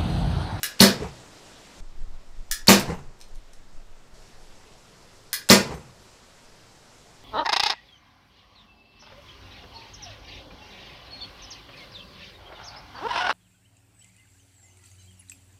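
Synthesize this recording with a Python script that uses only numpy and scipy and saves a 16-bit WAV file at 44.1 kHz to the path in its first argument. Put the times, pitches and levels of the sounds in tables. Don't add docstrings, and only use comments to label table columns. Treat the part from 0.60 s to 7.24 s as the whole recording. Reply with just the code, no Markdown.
import sys
import numpy as np
from scipy import signal
from scipy.io import wavfile
from scipy.ndimage import uniform_filter1d

SR = 44100
rng = np.random.default_rng(int(sys.argv[2]) if len(sys.argv) > 2 else 0)


def field_ratio(decibels):
    return 10 ** (np.asarray(decibels, dtype=float) / 20)


def store_pcm(level_fs):
    pcm = np.round(np.clip(level_fs, -1, 1) * 32767).astype(np.int16)
    wavfile.write(sys.argv[1], SR, np.atleast_2d(pcm).T)


N = 292824

# start in seconds, end in seconds.
TAKE_SPANS = [
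    (0, 1.205),
    (1.205, 3.54),
    (3.54, 6.64),
]


def rms_one(x):
    return x / np.sqrt(np.mean(x ** 2) + 1e-20)


def at_hz(points, hz):
    table_hz, values = np.array(points).T
    return np.interp(np.log(hz), np.log(table_hz), values)


def band(x, low_hz, high_hz, order):
    sos = signal.butter(order, [low_hz, high_hz], "band", fs=SR, output="sos")
    return signal.sosfilt(sos, x)


def drift(rate_hz, size):
    r = np.exp(-2 * np.pi * rate_hz / SR)
    noise = rng.standard_normal(size + SR)
    return rms_one(signal.lfilter([1], [1, -2 * r, r * r], noise)[SR:])


def bands(size):
    edges_hz = 45 * 2 ** np.arange(0, 8.8, .5)
    white = rng.standard_normal((2, size + 4000))
    for k, (low, high) in enumerate(zip(edges_hz, edges_hz[1:])):
        yield np.sqrt(low * high), band(white[k % 2], low, high, order=2)[4000:]


def coloured(spectrum, size, patchy_db):
    total = np.zeros(size)
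    for hz, noise in bands(size):
        total += noise * field_ratio(at_hz(spectrum, hz) + patchy_db * drift(9, size))
    return rms_one(total)


def ring(clicks, hz, t60):
    r = field_ratio(-60 / (t60 * SR))
    w = 2 * np.pi * hz / SR
    return signal.lfilter([0, np.sin(w)], [1, -2 * r * np.cos(w), r * r], clicks + 1e-18)


def struck(modes, blow, spread_db, lasting):
    total = np.zeros(len(blow))
    for hz, db, t60 in modes:
        total += field_ratio(db + spread_db * rng.standard_normal()) * ring(blow, hz, t60 * lasting)
    return total


def sway(db, hz, t60):
    click = np.eye(1, SR // 3)[0]
    return field_ratio(db) * band(ring(click, hz, t60), 20, 90, order=1)


def add(out, s, sound):
    i = round(s * SR)
    out[i:i + len(sound)] += sound[:N - i]


def garden():
    # frequency in Hz, level in dB per Hz.
    spectra = [
        [(35, -26), (60, 2.5), (81, 0), (274, 0.5), (330, 0), (371, -2), (492, -0.5), (1820, -8.5),
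         (6430, -10.5), (13900, -33), (16000, -41)],
        [(59, -29), (100, -1), (335, -3.5), (381, -4), (634, -4.5), (2580, -14.5), (5420, -16), (7450, -18.5),
         (10900, -34), (15000, -32), (16000, -43.5)],
        [(35, -33), (60, -5.5), (103, 2), (130, -11), (156, -2), (287, -7.5), (437, -4.5), (2350, -14.5),
         (6280, -14.5), (13900, -36.5), (16000, -41)],
    ]
    levels_db = [-49.5, -57, -53.5]
    out = np.zeros(N)
    for (start, end), spectrum, db in zip(TAKE_SPANS, spectra, levels_db):
        size = round(end * SR) - round(start * SR)
        add(out, start, field_ratio(db) * coloured(spectrum, size, patchy_db=1.08))
    return out


def wind():
    calm_db = [-61.5, -48, -65]
    # centre in seconds, peak in dB, half length in seconds.
    gust_events = [(1.223, -31, .05), (1.458, -27, 0.1), (1.784, -33.5, 0.08), (1.922, -32.5, 0.024),
                   (2.045, -39.5, 0.065), (2.31, -44, 0.082), (2.492, -36, 0.03), (2.75, -36, 0.07),
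                   (3.006, -44, 0.055), (3.166, -35.5, 0.04), (3.288, -41, 0.062), (3.595, -46, 0.057),
                   (3.777, -49, 0.059), (3.9, -45, 0.1), (4.133, -55, 0.074), (4.596, -59, .2),
                   (5.923, -59, 0.12), (6.64, -51, 0.037)]
    flutter_db, rumble_db = -23, -66.5
    lumps = band(rng.standard_normal(N + SR), 4.5, 19.6, order=3)[SR:]
    even = lumps / np.sqrt(uniform_filter1d(lumps ** 2, size=6000) + 1e-12)
    flutter = rms_one(band(rng.standard_normal(N + SR), 30, 90, order=2)[SR:])
    rumble = rms_one(band(rng.standard_normal(N + SR), 32, 55, order=2)[SR:])

    t = np.arange(N) / SR
    take = np.searchsorted([end for _, end in TAKE_SPANS[:-1]], t)
    gusts = sum(field_ratio(db) * np.exp(-((t - s) / half) ** 2) for s, db, half in gust_events)
    strength = field_ratio(np.array(calm_db))[take] + (take > 0) * gusts
    out = (even + field_ratio(flutter_db) * flutter) * strength + field_ratio(rumble_db) * rumble

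    fade = np.arange(SR // 10) / SR
    step = np.exp(-fade / .012) * (1 - np.exp(-fade / 0.00032))
    add(out, TAKE_SPANS[1][0], -field_ratio(-34.0) * step)
    return out


def clicker():
    # time in seconds, peak in dB.
    drops = [
        (0.031, -11.5),
        (1.9123, -12.5),
        (4.7294, -12.5),
    ]
    # frequency in Hz, level in dB, t60 in seconds.
    blade_modes = [(1687, -10, .06), (1710, -8.5, 0.081), (1610, -17.5, 0.024), (2050, -14.5, .02),
                   (2430, -5, 0.018), (2910, -7, .03), (3500, -8, .03), (3920, -7, .02), (4400, -9, 0.021),
                   (5000, -3.5, 0.07), (5170, 3, 0.13), (5740, 2.5, .012), (6610, -7, .015),
                   (8000, -1, 0.0045), (9900, 3, 0.015), (11730, -2, .003), (13600, 4.5, .005)]
    # frequency in Hz, level in dB per Hz.
    crack_colour = [(410, -60.5), (700, -30), (1660, -5), (2560, -13.5), (5050, -7), (10100, -10),
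                    (11100, -18), (13500, -8.5), (16000, -24.5)]
    out, blow = np.zeros(N), np.zeros(SR // 8)
    bounce = round(.00095 * SR)
    blow[0], blow[bounce] = .9, -.7
    t = np.arange(len(blow)) / SR
    landing, rebound = 1.3 * field_ratio(-60 * t / .003), np.roll(field_ratio(-60 * t / .008), bounce)
    shudder = landing + rebound + .2 * field_ratio(-60 * t / .06)
    for s, db in drops:
        add(out, s + .0006, field_ratio(db - 17.5) * struck(blade_modes, blow, spread_db=0.2, lasting=1))
        add(out, s + .0006, field_ratio(db - 6) * shudder * coloured(crack_colour, len(t), patchy_db=0.6))
    return band(out, 1250, 17500, order=3)


def flight(travel, slip_db, whistle_db, top_hz):
    t = np.arange(round((travel + 0.008) * SR)) / SR
    speed = np.clip(t / travel, 0, 1)
    pitch = top_hz * (.2 + .8 * speed) * (1 + 0.051 * drift(600, len(t)))
    tone = np.sin(2 * np.pi * np.cumsum(pitch) / SR) * (1 + 1.2 * drift(730, len(t)))
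    swell = field_ratio(-50 * np.clip(.88 - speed, 0, 1))
    stop = field_ratio(-12000 * np.clip(t - travel, 0, 1))
    hiss = band(rng.standard_normal(len(t)), 620, 9500, order=2) * (.5 + np.exp(-t / 0.0022))
    slip = hiss * np.clip(t / 0.00061, 0, 1)
    return field_ratio(whistle_db) * tone * swell * stop + field_ratio(slip_db) * slip


def slam(slam_db, lasting, rattle_db):
    # frequency in Hz, level in dB, t60 in seconds.
    bow_modes = [(109, -28, 0.48), (147.6, -11.5, 0.37), (197.63, -2.5, 0.45), (228.8, 0.4, 0.21),
                 (288.3, -14, 0.16), (391.3, -9.5, 0.37), (477, -9, .22), (534.6, -7, 0.39),
                 (557, -9.5, 0.089), (659.4, -21.5, .2), (899, -12.5, 0.28), (915, -8.5, .2),
                 (950.7, -5.5, 0.13), (1407, -18, .15)]
    # frequency in Hz, level in dB, t60 in seconds.
    fitting_modes = [(1780, -1.5, .1), (2290, -7, .15), (2440, -5.5, .15), (2987, -6, .15),
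                     (3628.8, -4, .2), (4290, -1.5, .1), (5040, -2.5, .15), (5590, 1, .15),
                     (5793, -2.5, 0.13), (7400, -8, 0.15)]
    # frequency in Hz, level in dB per Hz.
    rattle_colour = [(190, -32), (320, -1), (532, -1), (700, -11), (1300, -11.5), (1760, -8.5),
                     (2900, -10.5), (5610, -8.5), (10100, -19), (14000, -18), (16000, -28)]
    t = np.arange(SR // 2) / SR
    push = np.where(t < .0009, np.sin(np.pi * t / .0009), 0)
    body = struck(bow_modes, push / push.sum(), spread_db=1.5, lasting=lasting)
    body = band(body, 110, 5000, order=3)
    body = body * np.exp(-(t / 0.1) ** 3)

    string_beat = 1 + 0.61 * np.cos(2 * np.pi * 196 * t)
    buzz = string_beat * field_ratio(-60 * t / 0.18) * (1 - np.exp(-t / 0.0014))
    buzz = buzz * field_ratio(4.2 * drift(700, len(t)))
    shaken = struck(fitting_modes, buzz * rng.standard_normal(len(t)), spread_db=0.5, lasting=0.64)
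    bright = buzz * coloured(rattle_colour, len(t), patchy_db=1.8) + field_ratio(-48.5) * shaken
    return field_ratio(slam_db) * body, field_ratio(rattle_db) * band(bright, 210, 21000, order=2)


def shots():
    # string reaches brace in seconds, travel in seconds, finger slip, whistle and slam in dB.
    releases = [
        (0.2064, .0132, -25, -3, -11.5),
        (2.085, 0.014, -17, -8.5, -12.5),
        (4.9018, 0.013, -14, -5.5, -11),
    ]
    whoosh, bright, low = np.zeros((3, N))
    for s, travel, slip_db, whistle_db, slam_db in releases:
        top_hz = 5088 * (.013 / travel) ** .6
        add(whoosh, s - travel, flight(travel, slip_db, whistle_db, top_hz))
        body, buzz = slam(slam_db, lasting=1.15, rattle_db=-13)
        add(bright, s - .002, buzz)
        add(low, s - .0004, body)
        add(low, s, sway(db=-35, hz=42, t60=.09))
    return whoosh, bright, low


def echo_swell(peak_db):
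    t = np.arange(SR // 2) / SR - .05 - .03
    rise, fall, tail = 122 * t, -200 * t, -8 - 94 * t
    shape_db = np.minimum(rise, np.maximum(fall, tail))
    return field_ratio(peak_db + shape_db) * np.clip((t + 0.089) / 0.016, 0, 1)


def target():
    # time in seconds, thud in dB, echo peak in dB, pitch as a ratio.
    hits = [
        (.403, -1.3, -39.5, 1.03),
        (2.282, -1, -38, 1.12),
        (5.099, -5, -40, 0.99),
    ]
    # delay in seconds, peak in dB, pitch in Hz.
    thuds = [(.002, -27, 138), (.001, -29, 72.5), (.006, -24, 292), (.019, -17, 422), (.027, -26.5, 66.2),
             (.04, -22.5, 165), (.063, -32, 480), (.106, -31.5, 125)]
    # time in seconds, peak in dB, pitch in Hz.
    frame_knocks = [(2.29, -26, 900), (2.296, -18.5, 165.3), (2.32, -25.5, 760), (5.093, -28, 447)]
    # frequency in Hz, level in dB per Hz.
    dull_colour = [(41, -36), (70, -5.5), (171, -4), (315, -21), (410, -0.5), (616, -20), (943, -3.5),
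                   (1160, -15), (2080, -17), (3390, -29.5), (9000, -27.5), (11700, -81), (19800, -120)]
    out, click = np.zeros(N), np.eye(1, SR // 5)[0]
    knocks = list(frame_knocks)
    for s, thud_db, _, ratio in hits:
        knocks += [(s + lag, db + thud_db, hz * ratio) for lag, db, hz in thuds]
    for s, db, hz in knocks:
        knock = band(ring(click, hz, 25.0 / hz), 39, 1570, order=1)
        add(out, s, -field_ratio(db - 4.5) * knock)
    for s, thud_db, echo_db, _ in hits:
        lumpy = field_ratio(1.86 * drift(127, SR // 2)) * coloured(dull_colour, SR // 2, patchy_db=1.5)
        add(out, s - .05, echo_swell(echo_db + 5) * lumpy)
        add(out, s, sway(-33 + thud_db, hz=47.6, t60=0.22))
    return out


def handling():
    # time in seconds, level in dB.
    pings = [
        (2.338, -59),
        (5.144, -57.5),
    ]
    # frequency in Hz, level in dB, t60 in seconds.
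    steel_modes = [(6200, 0, 0.3), (6280, 4, 0.2), (8250, -1.5, 0.1), (9600, 4, 0.086), (10150, -12, .1),
                   (12750, -1.5, .06), (13000, 1.5, .06), (13400, -5, .07)]
    # time in seconds, peak in dB, colour in Hz.
    ticks = [(1.3995, -62, 9000), (2.1969, -23, 11000), (2.2034, -26, 11000), (2.288, -48, 9000),
             (2.298, -47, 8000), (2.5914, -56, 10000), (2.604, -46, 8000), (2.6131, -35.5, 5200),
             (2.62, -43, 5000), (2.642, -47, 4200), (2.6844, -57, 11000), (2.75, -53, 9000),
             (2.757, -46, 7000), (2.7844, -54, 6000), (2.9329, -46.5, 7040), (2.9352, -46, 7000),
             (2.94, -52, 5000), (3.1296, -61, 8000), (3.4793, -61, 8000), (5.078, -44, 8000)]
    # frequency in Hz, level in dB, t60 in seconds.
    buckle_modes = [(3480, -7, 0.008), (4250, -1.5, 0.011), (5290, 3, 0.0065), (6000, -2, 0.006),
                    (8450, -2, 0.0065)]
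    out, click = np.zeros(N), np.eye(1, SR // 2)[0]
    t = np.arange(len(click)) / SR
    for s, db in pings:
        chatter = 0.045 * rng.standard_normal(len(t)) * field_ratio(-60 * t / .12)
        add(out, s, field_ratio(db) * struck(steel_modes, chatter, spread_db=2.5, lasting=0.8))
    for s, db, colour_hz in ticks:
        crack = band(rng.standard_normal(800), 0.58 * colour_hz, 1.4 * colour_hz, order=2)
        crack = crack * field_ratio(-60 * t[:800] / 0.014)
        add(out, s, field_ratio(db + 1.5) * crack)
        add(out, s, field_ratio(db - 6) * struck(buckle_modes, click[:4000], spread_db=2.5, lasting=1))
    return out


def porch(x, tail_db):
    # frequency in Hz, t60 in seconds.
    decay = [(100, 1), (260, 0.37), (700, 0.35), (1840, 0.3), (4850, 0.27), (9000, .2), (14000, 0.16)]
    # delay in seconds, level in dB.
    echoes = [
        (0.0099, -3.5),
        (.021, -13.5),
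        (0.031, -11.5),
    ]
    t = np.arange(SR // 2) / SR
    tail = sum(noise * field_ratio(-60 * t / at_hz(decay, hz)) for hz, noise in bands(len(t)))
    response = field_ratio(tail_db) * tail * (1 - np.exp(-t / 0.0041))
    response[0] = 1
    for delay, db in echoes:
        response[round(delay * SR)] += field_ratio(db)
    return signal.fftconvolve(x, response)[:N]


def scene():
    whoosh, bright, low = shots()
    ticks = handling()
    crisp = bright + clicker() + .5 * ticks + 0.09 * whoosh
    near = 0.42 * ticks + porch(crisp, tail_db=-25.5) + porch(low, tail_db=-38.0)
    return (near + .7 * whoosh + target() + garden() + wind())[None]


def roll_off(x):
    return signal.sosfilt(signal.butter(12, 16520, fs=SR, output="sos"), x)


def record(dry):
    clipped = np.clip(1.6 * np.tanh(dry / 1.6), -.94, .94)
    low_pass = signal.cheby2(12, 70, 16550, fs=SR, output="sos")
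    mix = signal.sosfilt(low_pass, clipped)
    return roll_off(mix)


dry = scene()
out = record(dry)
store_pcm(out)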